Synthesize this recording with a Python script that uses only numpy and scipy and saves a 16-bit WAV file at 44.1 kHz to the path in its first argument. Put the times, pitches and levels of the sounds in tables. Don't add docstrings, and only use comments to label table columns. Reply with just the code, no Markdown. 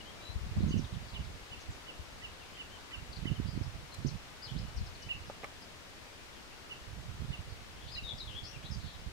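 import sys
import numpy as np
from scipy import signal
from scipy.fft import rfft, irfft
from scipy.io import wavfile
from scipy.ndimage import uniform_filter1d

SR = 44100
rng = np.random.default_rng(int(sys.argv[2]) if len(sys.argv) > 2 else 0)


def inscribe(sig):
    pcm = np.round(np.clip(np.atleast_2d(sig).T, -1, 1) * 32767)
    wavfile.write(sys.argv[1], SR, pcm.astype(np.int16))


N = 402191


def gain_of(db):
    return 10 ** (np.asarray(db) / 20)


def evened(x):
    return x / np.sqrt(np.mean(x ** 2) + 1e-20)


def read(points, hz):
    f, value = np.transpose(points)
    return np.interp(np.log(hz + 1), np.log(f + 1), value)


def add(mix, s, sound):
    part = mix[..., max(round(s * SR), 0):][..., :sound.shape[-1]]
    part += sound[..., :part.shape[-1]]


def panned(side_db):
    return gain_of(np.array([[.5], [-.5]]) * side_db)


def wander(hz):
    size = 2 ** 19
    f = np.fft.rfftfreq(size, 1 / SR)
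    spectrum = rfft(rng.standard_normal(size)) * np.exp(-.5 * (f / hz) ** 2)
    return evened(irfft(spectrum)[:N])


def swell(u, top, edge_db, curve):
    top = np.clip(top, .05, .95)
    return -edge_db * np.maximum((top - u) / top, (u - top) / (1 - top)) ** curve


def whistle(hz, db):
    phase = 2 * np.pi * np.cumsum(hz) / SR
    soft_ends = signal.windows.tukey(len(hz), .1)
    return np.sqrt(2) * gain_of(db) * np.sin(phase) * soft_ends


def traced(rows):
    s, *columns = np.transpose(rows)
    t = np.arange(s.min(), s.max(), 1 / SR)
    return [t] + [np.interp(t, np.sort(s), c) for c in columns]


def reeds(x, near_db, near_t60, far_db, far_t60):
    t = np.arange(SR) / SR
    near, far = rng.standard_normal((2, 2, SR)) * (rng.random((2, 2, SR)) < .08)
    near = near * 1000 ** (-t / near_t60) * (1 - np.exp(-t / 0.0059))
    far = far * 1000 ** (-t / far_t60) * (1 - np.exp(-t / 0.11))
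    tail = (gain_of(near_db) * evened(near) + gain_of(far_db) * evened(far)) / np.sqrt(SR)
    return signal.fftconvolve(x, tail, axes=1)[:, :N]


def wader(side_db=-5.5, trim_db=1.0, near_db=-12, far_db=-19, echo_s=.027, echo_db=-12):
    # loudest_s, level_db (before trim_db), top_pitch_hz, rise_s, voice_break (0-1)
    pips = [(.735, -44.5, 3040, 0.029, 0), (1.168, -45.5, 3030, 0.034, .35), (1.538, -47, 2980, 0.038, 0.2),
            (1.899, -47, 3000, .042, .45), (2.253, -44.5, 2984, 0.04, .85), (2.613, -44.5, 2996, .046, 0.3),
            (2.948, -43.5, 3000, .041, .95), (3.284, -41.5, 3040, 0.038, 1),
            (5.117, -34.5, 2950, .031, 0.2), (6.724, -43, 2970, .03, .3), (7.344, -44.5, 2970, .03, 0.6),
            (7.987, -40.5, 2936, 0.031, 0.64)]
    # time (share of rise_s from the loudest moment), pitch (factor), level_db (relative)
    pip_rise = [(-1, .8, -17), (-.75, .94, -8), (-.5, .99, -6.5), (-.3, 1, -4), (-.12, .98, -1)]
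    # time_s (from the loudest moment), pitch (factor), level_db (relative)
    pip_fall = [(0, .945, 0), (.007, .905, -3.5), (.016, .87, -15), (.025, .87, -24)]
    break_at, break_width = 0.63, 0.18
    break_pitch, break_db = .69, -7.5

    voice, out = np.zeros(N), np.zeros((2, N))
    for s, db, hz, rise_s, breaks in pips:
        rise = [(share * rise_s, pitch, level) for share, pitch, level in pip_rise]
        t, bend, swell_db = traced(rise + pip_fall)
        low = np.clip(breaks, 0, 1) * np.exp(-((t / rise_s + break_at) / break_width) ** 4)
        full_note = whistle(hz * bend, db + swell_db)
        broken_note = whistle(hz * bend * break_pitch, db + break_db)
        add(voice, s + t[0], (1 - low) * full_note + low * broken_note)
    add(out[0], .00016, voice)
    add(out[1], 0, voice)
    out = out * gain_of(trim_db)
    heard = out * panned(side_db)
    heard = heard + reeds(out, near_db=near_db, near_t60=0.14, far_db=far_db, far_t60=0.85)
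    bank = evened(rng.standard_normal((2, SR // 30))) / np.sqrt(SR // 30)
    add(heard, echo_s, gain_of(echo_db) * signal.fftconvolve(out, bank, axes=1))
    return heard


def songbird(buzz_hz=105, side_db=9.0, trim_db=-11.0, near_db=-1.5, far_db=-13):
    # start_s, length_s, first_hz, middle_hz, last_hz, level_db (before trim_db),
    # loudest_point (0-1), buzz_depth_hz
    song = [(3.456, .115, 4490, 4850, 4120, -47.5, 0.2, 300),
            (4.421, .03, 4410, 5040, 4700, -35.5, 0.34, 50), (4.441, 0.034, 4650, 4290, 3700, -39, 0.4, 50),
            (4.476, 0.027, 3610, 2990, 3750, -38, 0.95, 50),
            (4.562, 0.035, 2900, 4000, 5300, -41, 0.84, 450), (7.755, .13, 3150, 3220, 3370, -51, .6, 200),
            (7.87, 0.041, 3330, 3870, 4370, -40.5, 0.44, 500),
            (7.915, 0.056, 4880, 5000, 4980, -38, 0.1, 55),
            (7.944, 0.028, 4640, 4050, 3960, -33.5, 0.3, 70),
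            (8.034, 0.043, 3890, 3703, 3650, -34.5, 0.42, 35),
            (8.07, 0.039, 3694, 3655, 3590, -30.5, .6, 199),
            (8.098, 0.0246, 3570, 3440, 3300, -32.5, 0.4, 35),
            (8.176, 0.023, 5200, 4880, 4650, -39, .5, 380),
            (8.198, 0.028, 4450, 3830, 3870, -31.5, 0.3, 90),
            (8.271, 0.022, 3580, 3370, 3050, -37, 0.4, 40),
            (8.293, 0.065, 3010, 2950, 3210, -40.5, .3, 190),
            (8.349, 0.045, 3150, 3370, 3470, -33, 0.54, 60),
            (8.434, 0.039, 4900, 4880, 5350, -37.5, .5, 380),
            (8.467, 0.058, 5500, 5680, 5700, -43.5, 0.15, 210),
            (8.629, 0.044, 2570, 3700, 3940, -40, 0.7, 260),
            (8.709, 0.044, 5450, 4870, 4640, -38.5, 0.1, 90),
            (8.714, .045, 5800, 6000, 6050, -47, .45, 330), (8.793, .17, 4350, 3860, 3470, -45.5, 0.5, 403)]
    edge_db, curve = 8.5, 0.59

    uneven_hz = buzz_hz * (1 + .12 * wander(25))
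    flutter = np.sin(2 * np.pi * np.cumsum(uneven_hz) / SR) + .5 * wander(350)
    out = np.zeros((2, N))
    for s, length, first_hz, middle_hz, last_hz, db, top, buzz_depth_hz in song:
        u = np.linspace(0, 1, int(length * SR))
        bend = np.polyval(np.polyfit([0, .5, 1], [first_hz, middle_hz, last_hz], 2), u)
        hz = bend + buzz_depth_hz * flutter[int(s * SR):][:len(u)]
        syllable = whistle(hz, db + trim_db + swell(u, top, edge_db, curve))
        add(out, s, syllable * panned(side_db))
    return out + reeds(out, near_db=near_db, near_t60=0.24, far_db=far_db, far_t60=0.88)


def chip(length, first_hz, last_hz, db, rasp_hz, jitter, arch_hz=0):
    u = np.linspace(0, 1, max(int(length * SR), 64))
    arch = np.sin(np.pi * u)
    rasp = rasp_hz * jitter[rng.integers(N // 2):][:len(u)]
    hz = first_hz + (last_hz - first_hz) * u + arch_hz * arch + rasp
    return whistle(hz, db) * arch


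def reed_birds(chips_trim_db=-3.0, whistles_trim_db=-5.5):
    # middle_s, length_s, pitch_hz, fall (share of the pitch, negative rises),
    # level_db (before chips_trim_db), left_right_db
    chips = [(0.618, .07, 3950, -0.21, -59, 8), (0.7, 0.054, 6150, .08, -54, 1),
             (.718, .045, 4620, -.08, -55, 6), (.79, 0.046, 5600, .38, -52.5, 0),
             (0.85, .03, 3570, 0.41, -54, 10), (0.946, .03, 3550, .4, -55.5, 7),
             (1.095, .06, 4560, .15, -59, 9), (1.145, 0.032, 3730, .35, -54, 7),
             (1.252, .025, 3980, .45, -57, 7), (1.616, .036, 6050, .3, -56.5, 1),
             (1.724, .05, 6700, 0.4, -60, 1), (3.133, 0.022, 4520, .16, -50.5, 11),
             (3.166, 0.021, 4320, 0.21, -49, 8), (3.636, 0.013, 5280, .2, -53, 13),
             (4.072, 0.022, 5690, -0.45, -49.5, 12), (4.088, 0.022, 5040, 0.47, -48, 10),
             (4.777, 0.034, 5040, 0.357, -52.5, 12), (4.872, 0.028, 4930, 0.39, -54, 10),
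             (4.954, .03, 4320, 0.15, -56, 8), (5.029, 0.021, 5160, .38, -53, 14),
             (5.277, .06, 5280, .08, -61, 7), (5.628, .035, 5050, .1, -58, 13),
             (8.55, 0.079, 2710, 0.4, -56, 10)]
    # middle_s, length_s, first_hz, last_hz, arch_height_hz,
    # level_db (before whistles_trim_db), left_right_db
    whistles = [(.008, 0.022, 3040, 2760, 40, -50, 15), (0.081, .08, 2790, 3260, 129, -53, 10),
                (.197, .07, 2330, 2330, 22, -55.5, 1), (0.277, 0.16, 3794, 4100, 35, -51, 8),
                (2.42, 0.056, 3150, 2290, 50, -54.5, 6), (2.559, 0.087, 2650, 2800, 420, -56, 7),
                (2.739, 0.094, 2630, 2640, 500, -54.5, 8), (3.365, 0.028, 3170, 2750, 72, -50, 9),
                (3.936, 0.049, 4430, 4120, -130, -49, 4), (4.604, .6, 2950, 2945, -1, -61.5, 2),
                (5.044, .1, 2930, 2990, 27, -54, 6), (6.38, .11, 3820, 2650, -130, -58, 3),
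                (6.535, 0.071, 2280, 3130, 38, -60, 3), (6.752, 0.032, 2960, 2950, 80, -56, 0)]
    chip_rasp, whistle_rasp_hz = 0.06, 55

    out, jitter = np.zeros((2, N)), wander(610)
    for s, length, hz, fall, db, side_db in chips:
        first_hz, last_hz = hz * (1 + fall / 2), hz * (1 - fall / 2)
        call = chip(length, first_hz, last_hz, db + chips_trim_db, chip_rasp * hz, jitter)
        add(out, s - length / 2, call * panned(side_db))
    for s, length, first_hz, last_hz, arch_hz, db, side_db in whistles:
        call = chip(length, first_hz, last_hz, db + whistles_trim_db, whistle_rasp_hz, jitter, arch_hz)
        add(out, s - length / 2, call * panned(side_db))
    return out + reeds(out, near_db=-3, near_t60=.17, far_db=-12, far_t60=.6)


def far_birds(count=60, softest_db=-67, low_hz=2300, high_hz=4800, rasp_hz=220):
    out, jitter = np.zeros((2, N)), wander(520)
    for when, pitch, glide, size, side in rng.random((count, 5)):
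        hz = low_hz * (high_hz / low_hz) ** (pitch ** 2)
        last_hz = hz * (.85 + .3 * glide)
        call = chip(.03 + .08 * size, hz, last_hz, softest_db + 3 * size, rasp_hz, jitter)
        add(out, when * N / SR, call * panned(10 * side - 3))
    return reeds(out, near_db=0, near_t60=.1, far_db=-10, far_t60=.6)


def gust_levels():
    # peak_s, length_s, left_level_db, right_level_db
    gusts = [(0.382, 0.13, -37, -43), (0.624, 0.15, -32.5, -28), (0.743, 0.13, -46, -28.5),
             (0.972, 0.084, -49, -34), (1.208, 0.15, -48, -37.5), (1.527, 0.21, -53.5, -65),
             (1.7, 0.049, -48, -40), (2.005, 0.055, -47, -50), (2.22, 0.22, -57.5, -55),
             (3.012, 0.063, -62, -40), (3.331, .25, -51, -31), (3.572, 0.18, -51, -33),
             (3.799, 0.055, -53, -35.5), (4.073, 0.11, -55, -31.5), (4.581, 0.11, -49, -32.5),
             (4.795, 0.11, -37, -39), (5.137, 0.22, -56, -44), (6.996, 0.24, -57, -41),
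             (7.244, 0.22, -53, -34.5), (7.497, 0.13, -56, -42.5), (7.826, .25, -62, -48),
             (8.043, 0.14, -48.5, -54), (8.293, 0.71, -63, -44.5), (8.754, 0.2, -58, -36.5),
             (9.051, 0.074, -55, -37.5)]
    rise, edge_db, curve = .45, 5.5, 1.43
    breeze_left_db, breeze_right_db = -62, -65

    t = np.arange(0, N / SR, .002)
    power = gain_of([[breeze_left_db], [breeze_right_db]]) ** 2
    for s, length, left_db, right_db in gusts:
        shape_db = swell((t - s) / length + rise, rise, edge_db, curve)
        power = power + gain_of([left_db + shape_db, right_db + shape_db]) ** 2
    return [np.interp(np.arange(N) / SR, t, 10 * np.log10(port)) for port in power]


def wind(level, trim_db, lumps_db=7.0, eddy_hz=22, brighten=0.65, knee_hz=90, strong_db=-34):
    # (per Hz, shape only)
    rumble_shape = [(15, -28), (27, -21), (45, 2.5), (70, 0), (150, -0.5), (220, -8), (300, -20.5),
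                    (450, -31.5), (800, -47), (1600, -72)]
    eddies = evened(rng.standard_normal(N) * gain_of(lumps_db * wander(eddy_hz)))
    hz, t, z = signal.stft(eddies, SR, nperseg=2048)
    excess_db = np.interp(t, np.arange(N) / SR, level) - strong_db
    octaves = np.log2(np.clip(hz / knee_hz, 1, 4))[:, None]
    shape_db = read(rumble_shape, hz)[:, None] + brighten * octaves * excess_db
    rumble = signal.istft(z * gain_of(shape_db), SR, nperseg=2048)[1][:N]
    window = signal.windows.hann(SR // 6)
    power = signal.fftconvolve(rumble ** 2, window / window.sum(), "same")
    return rumble / np.sqrt(abs(power) + 1e-20) * gain_of(level + trim_db)


def buffeting(leak=0.19, leak_hz=35, thump_s=0.00096):
    # middle_s, peak_db
    thumps = [(0.607, -22.5), (.643, -26), (.709, -21), (0.743, -19.5), (.795, -21.5), (3.257, -22),
              (3.317, -26.5), (3.401, -20.5), (3.577, -24), (3.613, -25), (4.05, -19)]
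    at_left, at_right = gust_levels()
    left = wind(at_left, trim_db=3.5, strong_db=-22)
    right = wind(at_right, trim_db=0.5)
    u = np.arange(-SR // 100, SR // 100) / SR / thump_s
    thump = u * np.exp(.5 - .5 * u ** 2)
    for s, db in thumps:
        add(right, s - len(u) / 2 / SR, gain_of(db) * thump)
    leaked = signal.lfilter(*signal.butter(1, leak_hz, fs=SR), right)
    return np.array([left + leak * leaked, right])


def camera_ticks(side_db=0, scrape=0.68):
    # (per octave, about 1 kHz)
    ticks = [(5.299, -37.5, -13.5), (5.432, -45, 4), (5.436, -36.5, -5), (5.443, -39.5, 8),
             (5.4448, -35.5, 1.5)]
    # frequency_hz, level_db (relative), t60_s
    body = [(560, -8, 0.036), (800, -2, 0.029), (1183, -5.5, 0.047), (1990, -5.5, 0.02), (2320, -11, 0.041),
            (3000, -25, .01), (5630, -30, 0.018), (7000, -37, 0.024)]
    out, t = np.zeros((2, N)), np.arange(SR // 20) / SR
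    for s, db, bright in ticks:
        for hz, mode_db, t60 in body:
            slip = scrape * np.cumsum(rng.standard_normal((2, len(t))), axis=1) * np.sqrt(hz / SR)
            ring = np.sin(2 * np.pi * hz * t + slip) * 1000 ** (-t / t60)
            add(out, s, gain_of(db + mode_db + bright * np.log2(hz / 1000)) * ring)
    return out * panned(side_db)


def crisp_tick(s=3.946, level_db=-48, low_hz=500, high_hz=8000):
    u = np.arange(-SR // 50, SR // 50) / SR / .0035
    band = signal.butter(2, [low_hz, min(high_hz, SR / 2 - 1)], "bandpass", fs=SR)
    grit = evened(signal.lfilter(*band, rng.standard_normal((2, len(u)))))
    out = np.zeros((2, N))
    add(out, s - len(u) / 2 / SR, gain_of(level_db) * grit * np.exp(-.5 * u ** 2))
    return out


def hush(level_db=-51, patchy_db=0.59, fade_db=0.83):
    # (per Hz, shape only)
    hush_shape = [(25, 8), (60, 5.5), (200, 3), (400, 2), (800, 0), (1400, -1), (2300, -2), (3300, -4),
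                  (5000, -7), (7000, -12), (10000, -18), (15500, -25.5)]
    # frequency_hz, left_right_db
    hush_side = [(60, -5.5), (200, 4), (1300, 2.5), (4400, 3.5), (8100, 1.5), (15000, 0)]
    # frequency_hz, correlation (-1 to 1)
    hush_same = [(60, 0.25), (640, 0.27), (1400, 0.12), (2700, -0.26), (6000, 0.084), (15000, .03)]

    frames, hz = N // 256 + 5, np.fft.rfftfreq(1024, 1 / SR)
    a, b, c, d, patches = rng.standard_normal((5, frames, len(hz)))
    patches = uniform_filter1d(patches, size=16, axis=0)
    patches = evened(uniform_filter1d(patches, size=14, axis=1))
    same = np.clip(read(hush_same, hz), -1, 1)
    left = a + 1j * b
    right = same * left + np.sqrt(1 - same ** 2) * (c + 1j * d)
    outdoors = 1 / (1 + (hz / 6000) ** 2)
    fade = fade_db * np.linspace(1, -1, frames)[:, None]
    drift_db = outdoors * (patchy_db * patches + fade)
    z = np.array([left, right]) * gain_of(read(hush_shape, hz) + drift_db)
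    z = z * panned(read(hush_side, hz))[:, None]
    noise = signal.istft(z.transpose(0, 2, 1), nperseg=1024, noverlap=768)[1][:, :N]
    return gain_of(level_db) * evened(noise)


def scene():
    birds = wader() + songbird() + reed_birds() + far_birds()
    at_the_microphone = buffeting() + camera_ticks() + crisp_tick()
    return birds + at_the_microphone + hush()


def record(dry, edge_hz=15750):
    low_pass = signal.firwin(511, edge_hz, window=("kaiser", 9), fs=SR)
    return signal.oaconvolve(dry, low_pass[None], "same")


dry = scene()
out = record(dry)
inscribe(out)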